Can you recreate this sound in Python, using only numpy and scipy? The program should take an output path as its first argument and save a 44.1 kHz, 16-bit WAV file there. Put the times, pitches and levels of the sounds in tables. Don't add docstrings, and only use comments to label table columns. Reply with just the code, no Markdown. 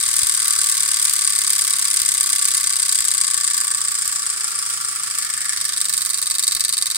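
import sys
import numpy as np
from scipy import signal
from scipy.fft import rfft, irfft
from scipy.io import wavfile

SR = 44100
rng = np.random.default_rng(int(sys.argv[2]) if len(sys.argv) > 2 else 0)


def voltage_ratio(decibels):
    exponent = np.asarray(decibels, float) / 20
    return 10 ** exponent


def store_pcm(level_fs):
    pcm = np.round(np.clip(level_fs, -1, 1) * 32767).astype(np.int16)
    wavfile.write(sys.argv[1], SR, np.atleast_2d(pcm).T)


N = 307366


def rms_one(x):
    return x / np.sqrt(np.mean(x ** 2) + 1e-20)


def at_hz(points, hz):
    table_hz, values = np.transpose(points)
    return np.interp(np.log(hz), np.log(table_hz), values)


def train(times, sizes):
    at = np.round(times * SR).astype(int)
    inside = (at >= 0) & (at < N)
    return np.bincount(at[inside], sizes[inside], N) + 1e-18


def dying(energy, t60):
    return signal.lfilter([1], [1, -voltage_ratio(-120 / (t60 * SR))], energy)


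def sides(db):
    return voltage_ratio(np.array([db / 2, -db / 2])).reshape(2, -1)


PART_HZ = [8500, 4500, 1600, 13500]


def across(levels, hz):
    share = [np.interp(np.log(hz), np.log(sorted(PART_HZ)), one) for one in np.eye(4)]
    return np.tensordot(share, levels, 1)


# (frequency [Hz], level [dB])
HUM = [(12, -33), (20, -14), (49, -3.5), (114, 4.5), (352, -4.5), (419, -2), (549, -8), (709, -4.5),
       (805, -4), (900, -2.5), (1170, -36), (1980, -120)]
# (frequency [Hz], side-mid [dB])
HUM_SIDE = [(40, -15), (100, -11), (160, -5), (300, 2), (900, 1)]
HUM_DB = -59


def room_tone():
    hz = np.maximum(np.fft.rfftfreq(N, 1 / SR), 1)
    mid, side = rfft(rng.standard_normal((2, N))) * voltage_ratio(at_hz(HUM, hz))
    mid, side = irfft([mid, side * voltage_ratio(at_hz(HUM_SIDE, hz))], N)
    return voltage_ratio(HUM_DB + 1.5) * np.array([mid + side, mid - side]) / np.std(mid)


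RING_TEETH, START_S, START_TEETH_PER_S = 32, .0006, 38.8236
DRAG_TEETH = 798.028
FRICTION_TEETH_PER_S = 53.3163
UNBALANCE_TEETH_PER_S, FASTEST_TOOTH = 3.412, 8.02


def wheel():
    angle = np.arange(0, 213, .05)
    energy = (START_TEETH_PER_S ** 2 + FRICTION_TEETH_PER_S ** 2) * np.exp(-angle / DRAG_TEETH)
    energy = energy - FRICTION_TEETH_PER_S ** 2
    swing = np.cos(2 * np.pi * (angle - FASTEST_TOOTH) / RING_TEETH)
    speed = np.sqrt(energy + UNBALANCE_TEETH_PER_S ** 2 * swing)
    return angle, START_S + np.append(0, np.cumsum(np.diff(angle) / speed[1:]))


DROP_ANGLE = [(.022, .027, .027, .035), (.336, .346, .343, .345), (.457, .467, .464, .459)]
DROP_DB = [(1.6, 4.8, 2.1, 3.3), (3.2, 3.8, 5.3, 9.5), (3.5, 2.7, 7.1, 3.9)]
WORN_DB = [7.9, -5, 3.0]
WORN_TOOTH, WORN_LATE_TEETH = 9, .028
SWAY_DB, SWAY_TOOTH = 2.3, 17.3
WEAR_DB, WEAR_TEETH = 1.0, .003


def ring_of_teeth():
    tooth = np.arange(RING_TEETH)
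    wear = rng.standard_normal((2, RING_TEETH, 3))
    angle = np.transpose(DROP_ANGLE)[tooth % 4] + WEAR_TEETH * wear[0]
    db = np.transpose(DROP_DB)[tooth % 4] + WEAR_DB * wear[1]
    sway = np.cos(2 * np.pi * (tooth - SWAY_TOOTH) / RING_TEETH)
    db[:, 1] += SWAY_DB * sway * np.array([1, -1, 0, 0])[tooth % 4]
    db[WORN_TOOTH] = WORN_DB
    angle[WORN_TOOTH, 1] += WORN_LATE_TEETH
    return angle, db


# (time [s], air puff level [dB])
WORN_DROPS = [
    (0.2316, -43),
    (1.0954, -55),
    (2.0168, -52),
    (3.005, -54),
    (4.0765, -56),
    (5.248, -63),
    (6.5496, -49),
]
CREEP = [.008, -.0047, -.0024]
PAWL_DB = [-1, 1, -2.5]
SPROCKET_DB = [2.5, 3.5, 0.1]
TOP_DB = [4.3, 3.4, -1.5]
HARD_RINGS, HARD_RINGS_TOP = 0.59, 0.66
SHARP_EDGE_DB, SLIP_DB = 1.5, 1.5


def drops():
    angle, s = wheel()
    tooth = np.arange(int(angle[-1]))
    on_ring = tooth % RING_TEETH
    drop_angle, db = [v[on_ring] for v in ring_of_teeth()]
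    creep = np.outer(tooth / RING_TEETH, CREEP)
    times = np.interp(tooth[:, None] + drop_angle + creep, angle, s)
    times[on_ring == WORN_TOOTH, 0] = np.array(WORN_DROPS)[:, 0]
    place = on_ring[:, None] * 3 + np.arange(3)
    ring_db = db + PAWL_DB + rng.normal(0, .7, times.shape)
    low_db = ring_db - HARD_RINGS * db + SPROCKET_DB
    top_db = ring_db - HARD_RINGS_TOP * db + TOP_DB
    top_db = top_db + SHARP_EDGE_DB * rng.standard_normal(place.max() + 1)[place]
    top_db = top_db + SLIP_DB * rng.standard_normal(times.shape)
    bands_db = np.reshape([low_db / 3, low_db, ring_db, top_db], (4, -1))
    return times.ravel(), bands_db, place.ravel()


# (time [s], distance [m], sprocket face in sight [0-1], left-right [dB])
PATH = [(0, 0.24, .0, 6.5), (.5, 0.21, 0.03, 4), (1.5, 0.21, .0, 4), (2.5, .2, 0.12, 2.5),
        (3.28, 0.2, 1, 6), (3.84, .26, 0.97, -4), (4.4, 0.41, 0.26, 0.5), (4.96, 0.5, 0, -3),
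        (5.24, 0.32, 0.44, 2), (5.52, 0.33, 0.13, -0.5), (5.8, 0.22, 0.45, -0.5), (6.08, 0.28, 0, -7.5),
        (6.36, 0.2, 0.43, 1), (6.64, 0.18, 0.7, 4.5), (6.97, 0.2, 0.84, 3.5)]
# (time [s], length [s], frequency [Hz], level [dB])
GLINTS = [(.5, 0.12, 1330, 8), (3.6, 0.6, 1700, 4.5), (3.56, 0.8, 7770, 5.5), (5.44, 0.2, 1870, 9),
          (5.704, 0.19, 3500, 3), (6.006, 0.11, 10200, 0.5), (3.52, 0.51, 1070, 5), (5.6, 0.15, 5400, 3),
          (6.6, 0.35, 4000, 3.5), (6.57, 0.43, 3230, -5), (5.73, .2, 1600, 2.5)]
FADES = [0.71, 1.16, 1.09, 1.3]
FACE_DB = [-2.5, 0, -4, -2.5]
NEAR_M, GLINT_OCTAVES = .2, 0.22
ROOM_NEAR_DB, ROOM_GROWS = -1.0, 1.13
LOW_PAN = -0.36


def view_db(hz):
    s, *path = np.transpose(PATH)
    clock = np.linspace(0, N / SR, 200)
    metres, face, side_db = [np.interp(clock, s, c) for c in path]
    loss_db = 20 * np.log10(metres / NEAR_M)
    here = across(np.outer(FACE_DB, face) - np.outer(FADES, loss_db), hz)
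    for at, length, glint_hz, glint_db in GLINTS:
        off_pitch = np.log2(hz / glint_hz) / GLINT_OCTAVES
        here = here + glint_db * np.exp(-off_pitch ** 2 - ((clock - at) / length) ** 2)
    pan_db = across([LOW_PAN, LOW_PAN, 1, 1], hz) * side_db
    room_db = ROOM_NEAR_DB + ROOM_GROWS * loss_db
    curves = (here - here.mean(), pan_db - pan_db.mean(), room_db)
    return [np.interp(np.arange(N) / SR, clock, c) for c in curves]


# (time after the drop [s], level [dB])
BOUNCES = [
    (.0012, -1),
    (.0026, -13.5),
    (.0041, -14.5),
    (.007, -8.5),
]
SOFT_REBOUND_DB = [-1.0, -3.0, 0.0, -7.0]
# (frequency [Hz], t60 [s])
DYING = [(800, 0.058), (2000, 0.013), (4500, 0.013), (8500, 0.021), (14000, 0.012)]
# (frequency [Hz], level [dB])
ROOM_TINT = [(1000, 5), (3000, 0), (8500, -1), (14000, -6)]
# (frequency [Hz], level [dB])
CRACK = [(800, 20), (2500, 20.5), (4500, 9.5), (8500, 8.5), (14000, 17.5)]
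# (frequency [Hz], level per Hz [dB])
COLOUR = [(560, -56), (950, -28), (1140, -8.5), (1280, -8.5), (1760, -9), (2670, -11), (3770, -8.5),
          (4200, -5.5), (4450, -0.5), (5580, -3), (6830, -5.5), (8560, 9.5), (11500, -28), (14300, 9),
          (16300, -47)]
# (frequency [Hz], left-right [dB])
SIDES = [(60, -0.5), (99, -0.5), (160, 0.5), (270, 1.0), (450, -2.0), (740, 6), (1220, 4.5), (2010, -12),
         (3330, -4.5), (5500, 2), (9080, 1.5), (15000, -3.5)]
SEATS = .7
SWELL_S = 0.00034
ROOM_T60_S, PORT_LAG_S, ALIKE = .25, .0001, .3


def rattle(times, bands_db, place):
    out, edges = np.zeros((2, N)), np.geomspace(850, 16300, 19)
    delay, drop_db = np.transpose([(0.001, 0.014)] + BOUNCES)
    rebounds = np.arange(len(delay)) > 0
    habit = rng.standard_normal((2, place.max() + 1, len(delay)))[:, place]
    at = (times[:, None] + delay * (1 + .12 * habit[0])).ravel()
    rebound_db = drop_db + (delay > 0) * 1.5 * habit[1]
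    seated_db = SEATS * (bands_db[2] - bands_db[2].mean())[:, None]
    white, lag = rng.standard_normal((2, 3, N)), round(PORT_LAG_S * SR)
    for k, (low, high) in enumerate(zip(edges, edges[1:])):
        hz = np.sqrt(low * high)
        softer_db = (across(SOFT_REBOUND_DB, hz) - seated_db) * rebounds
        hit_db = across(bands_db, hz)[:, None] + rebound_db + softer_db
        tint_db = 1.0 * rng.standard_normal((2, place.max() + 1))[:, place, None]
        tint_db = tint_db + 2.0 * rng.standard_normal((2, *hit_db.shape))
        energy = np.array([train(at, voltage_ratio(2 * (hit_db + port_db)).ravel()) for port_db in tint_db])

        level_db, pan_db, room_db = view_db(hz)
        swell = dying(energy, SWELL_S * np.log(1e6))
        near = dying(swell, at_hz(DYING, hz)) * 2 / (SWELL_S * SR)
        far = dying(energy.mean(axis=0), ROOM_T60_S)
        room_gain = voltage_ratio(2 * (room_db + at_hz(ROOM_TINT, hz)))
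        envelope = np.sqrt(near + room_gain * far * near.mean() / far.mean())

        shared, left, right = white[k % 2]
        common = np.array([np.roll(shared, lag), shared])
        noise = np.sqrt(ALIKE) * common + np.sqrt(1 - ALIKE) * np.array([left, right])
        click = voltage_ratio(at_hz(CRACK, hz)) * np.sqrt(energy) * rng.choice([-1, 1], (2, 1))
        sos = signal.butter(2, [low, high], "band", fs=SR, output="sos")
        band = rms_one(signal.sosfilt(sos, envelope * noise + click)) * np.sqrt(high - low)
        out += band * voltage_ratio(at_hz(COLOUR, hz) + level_db) * sides(at_hz(SIDES, hz) + pan_db)
    return voltage_ratio(-22.5) * rms_one(out)


# (frequency [Hz], t60 [s], left-right [dB], level
# at the three stands [dB] x 3)
MODES = [(414, .4, -4, -29.5, -22.5, -49), (720.5, .2, 0, -39, -38, -35), (898, .1, -2, -38, -30.5, -52),
         (1103, 0.064, -3, -26, -29, -26.5), (1157.8, .15, 1, -25, -18, -30.5),
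         (1213, .25, -7, -44, -24, -31), (1361, .12, -11.5, -40.5, -21, -38.5),
         (1561, .12, -11, -31.5, -32, -36.5), (1762, .07, -10.5, -31, -26.5, -28.5),
         (2056, .06, -7, -30, -44, -33.5), (2282, .08, 2.5, -33, -26.5, -36),
         (3404, .05, -30.5, -41.5, -42.5, -57.5), (3798, 0.019, -12, -26.5, -33.5, -22.5),
             (4000, .05, -10, -31.5, -57, -26), (4530, 0.042, -3, -23.5, -40, -17),
             (4876, .1, 10.5, -25, -21.5, -33), (5306, .11, -5, -28, -17, -32.5),
             (5400, .07, -5, -32, -19.5, -31), (5870, 0.1, -2, -28.5, -27, -27.5),
             (6490, 0.047, -1, -22, -55, -22.5),
         (8147, 0.0082, 5.5, -12.5, -12, -11), (8705, 0.027, 6.5, -12.5, -9.5, -16),
         (8970, 0.0066, -7, -18.5, -22, -12), (10570, 0.0051, -14.5, -23.5, -51, -28.5),
         (13900, 0.0025, -10, -27, -45, -23.5)]
STANDS_S = [3.25, 4.79, 6]


def ringing(times, bands_db):
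    out = np.zeros((2, N))
    for hz, t60, side_db, *stand_db in MODES:
        strength = voltage_ratio(across(bands_db, hz) + 1.2 * rng.standard_normal(len(times)))
        blows = train(times, strength * rng.choice([-1, 1], len(times)))
        t60 = min(t60, max(.08, 90 / hz) if hz < 7500 else .01)
        r, w = voltage_ratio(-60 / (t60 * SR)), 2 * np.pi * hz / SR
        wave = signal.lfilter([0, 1], [1, -2 * r * np.cos(w), r * r], blows)
        sos = signal.butter(1, [hz / 1.15, hz * 1.15], "band", fs=SR, output="sos")
        wave = rms_one(signal.sosfilt(sos, wave))
        level_db = view_db(hz)[0] + np.interp(np.arange(N) / SR, STANDS_S, stand_db) - 16.5
        for port, late in enumerate([round(SR / hz / 4), 0]):
            out[port] += np.roll(wave, late) * voltage_ratio(level_db) * sides(side_db)[port]
    return out


# (time [s], peak level [dB])
BUMPS = [
    (0.078, -39),
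    (0.619, -56),
    (0.819, -46),
]
DROP_PUSH_DB = -61


def puffs(times, strength_db, rise_s=.0018):
    t = np.arange(SR // 10) / SR
    worn, bumps = np.array(WORN_DROPS), np.array(BUMPS)
    pushes = train(worn[:, 0], voltage_ratio(worn[:, 1] + 13)) + train(times, voltage_ratio(strength_db + DROP_PUSH_DB))
    shifts = train(bumps[:, 0], voltage_ratio(bumps[:, 1] + 2))
    hard = np.convolve(pushes, t / rise_s * np.exp(1 - t / rise_s))[:N]
    soft = np.convolve(shifts, t / 0.0067 * np.exp(1 - t / 0.0041))[:N]
    sos = signal.butter(1, 25, "high", fs=SR, output="sos")
    return -signal.sosfilt(sos, hard + soft) * sides(-2.2)


def scene():
    times, bands_db, place = drops()
    hub = rattle(times, bands_db, place) + ringing(times, bands_db)
    thin = signal.sosfilt(signal.butter(4, 950, "high", fs=SR, output="sos"), hub)
    return thin + voltage_ratio(-20.5) * hub + puffs(times, bands_db[2]) + room_tone()


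def band_limit(x):
    return signal.sosfilt(signal.butter(12, 16420, fs=SR, output="sos"), x)


def record(dry):
    cut = signal.sosfilt(signal.cheby2(12, 40, 16300, fs=SR, output="sos"), dry)
    mix = np.clip(2 * np.tanh(cut / 2), -1, 1)
    return band_limit(mix)


dry = scene()
out = record(dry)
store_pcm(out)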